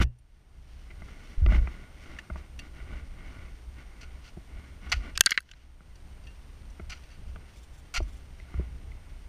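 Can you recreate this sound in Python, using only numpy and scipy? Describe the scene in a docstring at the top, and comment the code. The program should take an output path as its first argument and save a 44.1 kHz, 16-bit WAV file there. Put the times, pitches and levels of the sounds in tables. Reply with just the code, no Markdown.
"""First comes a loud thump and rustle, then quieter knocks: an ice climber, heard from a helmet camera.
Axe picks crunch into the wall, and about five seconds in, chips of ice fly back and crack against the
camera's plastic case. The climber's moves knock the camera and sway its mount. Metal gear clinks,
clothes rub and wind rumbles. The camera's automatic volume control starts low and recovers,
then turns everything down again for a moment when the chips hit."""
import sys
import numpy as np
from scipy import signal
from scipy.fft import rfft, irfft
from scipy.io import wavfile

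SR = 44100
rng = np.random.default_rng(int(sys.argv[2]) if len(sys.argv) > 2 else 0)


def inscribe(sig):
    """Save sig as 16-bit PCM at rate SR to the path in sys.argv[1].

    A 1-D sig is mono; a 2-D sig holds one channel per row.
    Samples are clipped to [-1, 1] before scaling.
    """
    pcm = np.round(np.clip(np.atleast_2d(sig).T, -1, 1) * 32767)
    wavfile.write(sys.argv[1], SR, pcm.astype(np.int16))


N = 409248

# jolts that sway the camera or boom the helmet: start_s, level_db, pitch_hz, fade_s (to fall 60 dB)
JOLTS = [(0.001, 15, 54, 0.072), (0.029, -10, 120.3, 0.27), (0.037, 6.5, 62, 0.1), (1.376, -16, 28, 0.3),
         (1.418, -11.5, 68, 0.45), (1.466, -6.5, 46.7, 0.21), (1.528, -12.5, 58.6, 0.33),
         (2.31, -26, 65.6, 0.35), (4.37, -34, 70, 0.16), (4.938, -23, 61.4, 0.15),
         (4.965, -19.5, 46.2, 0.18), (6.81, -30, 69.3, .2), (7.978, -18, 30, 0.19),
         (8.015, -22.5, 48.55, 0.27), (8.548, -24, 50.7, 0.17), (8.579, -17, 62, 0.18)]


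def axe_picks():
    """Each swing crunches twice, through the crust and then deeper in; between swings the pick scrapes."""
    # swings: start_s, entry_db, entry_s, brightness_hz, sinking_db, sinking_s
    bites = [(4.01, -48, 0.019, 6760, -48.5, .016), (4.917, -22, 0.0095, 5280, -25, .007),
             (6.895, -41, 0.02, 7200, -38.5, 0.028), (7.9392, -31, 0.021, 8500, -26, 0.024)]
    # the pick dragging lightly on the ice: start_s, level_db, length_s
    scrapes = [(4.242, -48.5, 0.077), (6.942, -52.5, 0.054), (7.102, -55, .09), (7.261, -62, 0.074)]
    out = np.zeros(N)
    for start_s, entry_db, entry_s, brightness_hz, sinking_db, sinking_s in bites:
        add(out, start_s, crunch(entry_db, entry_s, brightness_hz))
        add(out, start_s + entry_s, crunch(sinking_db, sinking_s, 0.64 * brightness_hz))  # duller inside
    for start_s, level_db, length_s in scrapes:
        add(out, start_s, crunch(level_db, length_s, brightness_hz=5900))
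    return out


def crunch(level_db, length_s, brightness_hz):
    """The pick breaks the ice in a rush of tiny cracks, which dies away once it has stuck."""
    # ringing tones that colour the crunch: pitch_hz, width_hz, level_db
    pick_tones = [(776, 100, -2), (1440, 74, 10.5), (2260, 550, 5.5), (2780, 370, 1.5), (4395, 680, 2.5),
                  (5800, 187, 1.5), (7100, 280, -21.5), (10900, 4000, -16)]
    t = np.arange(SR // 4) / SR
    driving = np.minimum(t / 0.0012, 1) * np.exp(-np.maximum(t - 0.68 * length_s, 0) / 0.0055)
    settling = gain_of(-25) * np.exp(-t / 0.05)
    cracks = rng.standard_normal(len(t)) * random_sizes(len(t), spread_db=5.1)
    push = cut_bass(cut_treble(cracks * (driving + settling), brightness_hz), 650)
    return at_level(ring_body(push, pick_tones, leak_db=-29), level_db)


def ice_chips():
    """Each chip cracks on the case and rings for an instant; fine ice dust ticks in between."""
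    # chips landing: start_s, level_db, hardness_hz, crumble_s, ring_hz, ring_db (against the case)
    hits = [(5.153, -43, 5000, 0.0086, 2560, 10), (5.1759, -27, 9000, 0.0012, 1850, -9),
            (5.2086, -9.5, 12000, 0.0015, 6500, -5.5), (5.237, -40, 10000, 0.002, 5550, -15.5),
            (5.2608, -6, 10000, 0.0023, 4510, 11), (5.265, -8.5, 2600, 0.0066, 2050, -2),
            (5.291, -26, 5000, 0.0079, 2090, -4), (5.3072, -17.5, 12000, 0.0025, 5630, -2),
            (5.317, -9.5, 3800, 0.0054, 2130, 2.5), (5.34, -31, 4500, 0.012, 2050, 11),
            (5.376, -9, 2000, 0.0015, 2010, 2.5), (5.381, -20.5, 1700, 0.0041, 2000, 6),
            (5.4045, -40, 14000, 0.0015, 9500, -5), (5.489, -48, 3500, 0.0037, 2900, -5),
            (5.513, -38.5, 7000, 0.0044, 2920, 3), (5.535, -46.5, 3500, 0.003, 2020, 6)]
    # ringing tones of the plastic case: pitch_hz, width_hz, level_db
    case_tones = [(1300, 110, -13.5), (1580, 140, 9), (1830, 160, 1.5), (2020, 110, -6.5), (2670, 48, -1.5),
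                  (2880, 170, -0.5), (3230, 220, -1), (4400, 750, -4), (5300, 160, -8.5), (6500, 230, -3.5),
                  (8440, 210, -6.5), (11500, 900, -18.5), (14000, 900, -21.5)]
    # dust flying with the chips: middle_s, length_s, level_db
    dust_cloud = [(5.31, 0.33, -46)]
    out = np.zeros(N)
    for start_s, level_db, hardness_hz, crumble_s, ring_hz, ring_db in hits:
        # a solid chip lands as one clean blow, a slushy one crumbles into many
        blow = contact(hardness_hz, crumble_s, chatter=0.76 * (crumble_s / 0.0022) ** 1.3)
        push = cut_bass(blow, 1200)
        overtone = cut_treble(resonate(push, 2 * ring_hz, width_hz=400), 11000)
        ring = resonate(push, ring_hz, width_hz=280) + gain_of(-9) * overtone
        case = ring_body(push, case_tones, leak_db=-27)
        crack = cut_bass(at_level(case, 0) + at_level(ring, ring_db), 1100)
        shove = at_level(cut_treble(blow, 1000), -24)  # the chip's weight gives a faint low push
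        add(out, start_s, at_level(at_level(crack, 0) + shove, level_db))
    specks = cut_bass(tiny_snaps(per_s=750, spread_db=5), 1100)
    dust = normalize(ring_body(specks, case_tones, leak_db=-12.5))
    return out + dust * swells(dust_cloud)


def helmet_knocks():
    """Soft blows reach the camera through the climber and the helmet, whose padding dulls them."""
    # knocks of kicks and gear: start_s, level_db (before a 4 dB lift), hardness_hz, chatter_s
    knocks = [(0.013, -11.5, 1200, 0.0032), (.903, -51, 3520, 0.012), (1.02, -51, 1440, 0.002),
              (1.084, -57, 2000, .004), (1.462, -36.5, 3250, 0.0023), (1.486, -43.5, 1800, 0.0059),
              (1.52, -35.5, 1480, 0.0037), (1.548, -39.5, 2200, 0.0041), (1.673, -42, 1990, 0.0032),
              (2.3, -41.5, 1380, 0.0048), (2.358, -45, 1250, 0.0023), (4.369, -44, 725, 0.0046),
              (5.806, -53, 1500, 0.0015), (6.796, -44.5, 2000, 0.0055), (7.359, -48, 2380, 0.0038),
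              (8.004, -39, 760, 0.0016), (8.4, -56, 3520, 0.00078), (8.541, -44.5, 1710, 0.0015),
              (8.595, -35.5, 510, 0.0033), (8.61, -48.5, 1010, 0.0033), (8.918, -56.5, 2200, 0.0019)]
    # ringing tones of helmet and mount: pitch_hz, width_hz, level_db
    helmet_tones = [(176, 60, 9.5), (334, 45, 3), (629, 96, -1.5), (860, 270, -9), (1174, 55, -1.5),
                    (1380, 190, 0.5), (2050, 130, 7), (2950, 260, -33), (5700, 900, -42)]
    out = np.zeros(N)
    for start_s, level_db, hardness_hz, chatter_s in knocks:
        push = cut_treble(contact(hardness_hz, chatter_s, chatter=0.66), 1.34 * hardness_hz)
        add(out, start_s, at_level(ring_body(push, helmet_tones, leak_db=-41), level_db + 4))
    return out


def mount_sway():
    """After a jolt the camera swings to and fro on its mount, making a deep thump."""
    out, t = np.zeros(N), np.arange(SR // 2) / SR
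    fade_in = 1 - np.exp(-(t / 0.0051) ** 2)
    for start_s, level_db, pitch_hz, fade_s in JOLTS:
        sway = gain_of(level_db - 60 * t / fade_s) * np.sin(2 * np.pi * pitch_hz * t)
        add(out, start_s, fade_in * sway)
    return out


def gear_clinks():
    """Steel and aluminium touch; each touch brings out the tones near its own pitch."""
    # touches: start_s, level_db, pitch_hz, ring_factor (small when the piece is held)
    touches = [(0.034, -41, 2140, 1.6), (0.186, -56, 9500, 0.7), (2.1875, -38.5, 1950, 0.19),
               (2.591, -42, 3480, 0.57), (4.898, -53, 5800, .3), (4.934, -44, 1900, 1.2),
               (5.956, -58, 4400, .3), (6.238, -62, 3970, 1), (6.269, -50, 2950, 1.6),
               (6.702, -63, 5800, 0.53), (7.036, -60.5, 3450, 0.58), (7.1, -60, 1400, 2.5),
               (7.113, -61.5, 4500, 2.3), (8.027, -59, 5800, 0.86)]
    # tones of the gear: tone_hz, tone_db, fade_s (to fall 60 dB when ring_factor is 1)
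    metal_tones = [(1475, -17, 0.23), (1804, 1, 0.08), (1900, -15, 0.081), (2620, 0, 0.071),
                   (2780, -2.5, 0.14), (3360, -8, 0.041), (4470, -15, .16), (4650, -4, 0.068),
                   (5800, -3.5, 0.066), (5950, 4.5, 0.034), (9500, -2, 0.065), (10500, -17, 0.086)]
    out, t = np.zeros(N), np.arange(SR // 5) / SR
    fade_in = 1 - np.exp(-t / 0.0012)
    for start_s, level_db, pitch_hz, ring_factor in touches:
        ring = np.zeros(len(t))
        for tone_hz, tone_db, fade_s in metal_tones:
            octaves_away = abs(np.log2(tone_hz / pitch_hz))
            fading_db = tone_db - 13.4 * octaves_away - 60 * t / (ring_factor * fade_s)
            ring += gain_of(fading_db) * np.sin(2 * np.pi * tone_hz * t)
        tick = resonate(contact(10000, 0.0073, chatter=0.55), pitch_hz, width_hz=pitch_hz / 1.8)
        clink = at_level(ring * fade_in, 0) + at_level(tick, -6.5)
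        add(out, start_s, at_level(clink, level_db))
    return out


def clothing():
    """Fabric sticks and slips: hood and straps sound through the case, the jacket through the air."""
    # tone colour of the rubbing and of the swishing: pitch_hz, level_db
    rub_colour = [(100, 7), (300, 4.5), (500, -6.5), (650, -2.5), (980, -10.5), (1180, -2), (1320, -9.5),
                  (1450, 3), (1650, -13), (2020, 0), (2200, 1), (2520, -14.5), (2780, -7), (3200, -15),
                  (14000, -48.5)]
    swish_colour = [(600, -8.5), (1500, 4.5), (3000, 5.5), (3900, -1), (4500, 1), (5100, -2.5), (5700, 1.5),
                    (7500, -12), (10000, -14), (15000, -21)]
    # body shifts and arm reaches: middle_s, length_s, level_db (before the lifts in the last line)
    shifts = [(.01, 0.077, -19.5), (1.22, 1, -61), (1.54, 0.15, -41.5), (1.68, 0.75, -56),
              (2.12, 0.45, -56), (2.39, 0.23, -59), (2.64, 0.18, -58), (2.79, 0.18, -56),
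              (2.95, 0.33, -54.5), (3.32, 0.68, -56.5), (3.8, 0.13, -55.5), (4.02, 0.71, -63),
              (4.61, 0.48, -60.5), (4.87, .18, -53.5), (5.06, 0.19, -50.5), (5.55, 0.65, -67),
              (7.44, .22, -67), (8.08, 0.14, -65), (8.58, 0.4, -60.5), (8.95, 1, -70)]
    reaches = [(.024, 0.048, -20), (.75, 0.59, -66), (1.09, 0.18, -64), (1.29, 0.46, -64.5),
               (1.73, 0.27, -66), (2.08, 0.5, -65.5), (2.38, .1, -64.5), (3.3, .25, -73), (4.26, 0.14, -65),
               (4.94, 0.15, -58), (5.54, 0.53, -62.5), (7.03, 0.39, -68), (7.53, 0.23, -67.5),
               (8.1, 0.15, -69.5), (8.44, 0.47, -73.5)]
    rub = coloured(tiny_snaps(per_s=5000, spread_db=1), rub_colour)
    rub = normalize(rub * gain_of(0.96 * wander(per_s=32)))
    swish = coloured(tiny_snaps(per_s=6000, spread_db=0.5), swish_colour)
    swish = normalize(swish * gain_of(1.2 * wander(per_s=30)))
    shifting = swells(shifts)
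    reaching = np.hypot(swells(reaches), gain_of(-14) * shifting)  # each shift moves the jacket too
    rub *= np.hypot(shifting, gain_of(-73))  # the clothes are never quite still
    swish *= np.hypot(reaching, gain_of(-70.5))
    return gain_of(5.5) * rub + gain_of(3) * swish


def sleeve_swipes():
    """Nylon sleeves brush the jacket in short, bright swipes as the arm draws back."""
    # swipes: middle_s, level_db
    swipes = [(7.58, -59), (7.635, -60.5), (7.745, -62), (7.79, -59.5), (8.09, -60), (8.135, -62),
              (8.175, -60.5)]
    # tone colour of nylon: pitch_hz, level_db
    nylon_colour = [(2000, -23), (3500, 8), (4300, -9), (5300, 3), (6200, 1), (6700, -2), (7300, 3.5),
                    (8800, -10), (10500, -2), (12000, -14.5), (15000, -10)]
    strokes, length_s = np.zeros(N), 0.06
    for middle_s, level_db in swipes:
        add(strokes, middle_s - length_s / 2, at_level(np.hanning(round(length_s * SR)), level_db))
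    return strokes * normalize(coloured(tiny_snaps(per_s=7000, spread_db=1.5), nylon_colour))


def wind():
    """Air swirls around the case with a low rumble: a breeze, a few gusts and a puff at every jolt."""
    # gusts: middle_s, length_s, level_db
    gusts = [(1.05, 0.41, -43), (1.58, 0.36, -31.5), (2.9, 1.9, -45.5), (5.15, .4, -40.5), (8.82, .6, -39)]
    # tone colour of the rumble: pitch_hz, level_db
    rumble_colour = [(12, -9.5), (22, -2), (32, 3), (46, -6), (64, 2), (80, -7), (100, -15), (160, -19.5),
                     (300, -31.5), (700, -41.5), (2000, -76.5)]
    puffs, t = np.zeros(N), np.arange(SR) / SR
    for start_s, level_db, _, fade_s in JOLTS:
        puff = gain_of(level_db - 14.5 - 60 * t / (1.4 * fade_s))  # weaker and longer than the jolt
        add(puffs, start_s, puff * np.minimum(t / 0.013, 1))
    breeze = gain_of(-44.5 + 1.34 * wander(per_s=2.5))
    flutter = gain_of(1.8 * wander(per_s=9))
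    rumble = normalize(coloured(rng.standard_normal(N), rumble_colour) * flutter)
    return rumble * np.sqrt(breeze ** 2 + swells(gusts) ** 2 + puffs ** 2)


def background():
    """Open air and the microphone give an even hush; the camera's electronics whine faintly."""
    # tone colour of the hush: pitch_hz, level_db
    hush_colour = [(88, -40.5), (150, -15.5), (258, -5.5), (519, -11.5), (607, -10), (656, -12), (796, -11),
                   (7560, -29), (8830, -29.5), (15500, -40)]
    # tones of the whine: pitch_hz, level_db
    whine_tones = [(8780, -76.5), (11705, -88), (14626, -87.5)]
    t = np.arange(N) / SR
    drift = 0.5 * wander(per_s=12)
    whine = sum(gain_of(db) * np.sqrt(2) * np.sin(2 * np.pi * hz * t + drift) for hz, db in whine_tones)
    hush = normalize(coloured(rng.standard_normal(N), hush_colour))
    return gain_of(-62.5) * hush + whine


def contact(hardness_hz, crumble_s, chatter):
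    """One blow, then a chatter of smaller ones that swells as the surfaces crush and dies away."""
    t = np.arange(SR // 5) / SR
    crushing = np.minimum(2 * t / crumble_s, 1) ** 0.5 * np.exp(-(t / crumble_s) ** 1.4)
    small_blows = rng.standard_normal(len(t)) * crushing
    return cut_treble((t == 0) + chatter * small_blows, hardness_hz)


def ring_body(push, tones, leak_db):
    """An object rings with whatever pushes it; a little of the push leaks straight through."""
    ringing = sum(gain_of(db) * resonate(push, hz, width_hz) for hz, width_hz, db in tones)
    return gain_of(leak_db) * push + ringing


def resonate(x, hz, width_hz):
    """Rings at one pitch; a narrower width rings longer."""
    return signal.lfilter(*signal.iirpeak(hz, hz / width_hz, fs=SR), x)


def cut_treble(x, hz):
    """A softer contact lasts longer and loses the treble above hz."""
    return signal.sosfilt(signal.butter(2, min(hz, 0.45 * SR), fs=SR, output="sos"), x)


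def cut_bass(x, hz):
    """Small, light things give out little below hz."""
    return signal.sosfilt(signal.butter(3, hz, "high", fs=SR, output="sos"), x)


def coloured(x, colour):
    """Turns each pitch up or down along a curve of (pitch_hz, level_db) points."""
    pitch_hz, level_db = np.transpose(colour)
    all_hz = np.fft.rfftfreq(len(x), 1 / SR)
    curve_db = np.interp(np.log(all_hz + 1), np.log(pitch_hz), level_db)
    return irfft(rfft(x) * gain_of(curve_db), len(x))


def tiny_snaps(per_s, spread_db):
    """A dense, random stream of tiny snaps of unequal size."""
    sizes = random_sizes(N, spread_db)
    return normalize(rng.standard_normal(N) * sizes * (rng.random(N) < per_s / SR))


def random_sizes(count, spread_db):
    """Many small sizes and a few big ones."""
    return gain_of(spread_db * np.minimum(rng.exponential(1, count), 4))


def wander(per_s):
    """A smooth random curve that changes about per_s times a second."""
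    all_hz = np.fft.rfftfreq(N, 1 / SR)
    return normalize(irfft(rfft(rng.standard_normal(N)) / (1 + (all_hz / per_s) ** 4), N))


def swells(rows):
    """Each row rises and falls smoothly; overlapping ones add in power."""
    power, t = np.zeros(N), np.arange(N) / SR
    for middle_s, length_s, level_db in rows:
        hump = np.cos(np.pi * np.clip((t - middle_s) / length_s, -0.5, 0.5)) ** 2
        power += (gain_of(level_db) * hump) ** 2
    return np.sqrt(power)


def gain_of(db):
    """Turns decibels into a number to multiply by."""
    return 10 ** (np.asarray(db) / 20)


def normalize(x):
    """Scales a sound to an average power of 1."""
    return x / np.sqrt(np.mean(x ** 2) + 1e-20)


def at_level(x, db):
    """Gives a short sound the energy of 10 ms at this level."""
    return gain_of(db) * x / np.sqrt(np.sum(x ** 2) / (SR / 100) + 1e-20)


def add(mix, start_s, sound):
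    """Adds a sound to the mix at start_s."""
    part = mix[max(round(start_s * SR), 0):][:len(sound)]
    part += sound[:len(part)]


def scene():
    """Everything as it arrives at the one microphone."""
    impacts = axe_picks() + ice_chips() + helmet_knocks() + gear_clinks() + mount_sway()
    return (impacts + wind() + clothing() + sleeve_swipes() + background())[None]


def volume_control(x, threshold_db, start_cut_db, recovery_db_per_s):
    """Starts turned down, drops quickly on loud sound above the bass, and comes back slowly."""
    above_bass = signal.sosfilt(signal.butter(2, 400, "high", fs=SR, output="sos"), x)
    memory = np.exp(-1 / (0.0021 * SR))  # reacts in about 2 ms
    smoother = [1 - memory], [1, -memory]
    level_db = 10 * np.log10(signal.lfilter(*smoother, above_bass ** 2) + 1e-12)
    recovered_db = np.arange(N) / SR * recovery_db_per_s
    held_db = np.maximum.accumulate(np.maximum(level_db - threshold_db + recovered_db, start_cut_db))
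    cut_db = np.maximum(held_db - recovered_db, 0)
    return x / gain_of(start_cut_db + signal.lfilter(*smoother, cut_db - start_cut_db))


def record(dry):
    """The camera controls the volume, flattens peaks that are still too loud and drops the top treble."""
    controlled = volume_control(dry[0], threshold_db=-16.5, start_cut_db=16.5, recovery_db_per_s=17)
    treble_limit = signal.firwin(511, 15500, window=("kaiser", 8), fs=SR)
    return signal.oaconvolve(np.clip(controlled, -1, 1), treble_limit, "same")[None]


dry = scene()
out = record(dry)
inscribe(out)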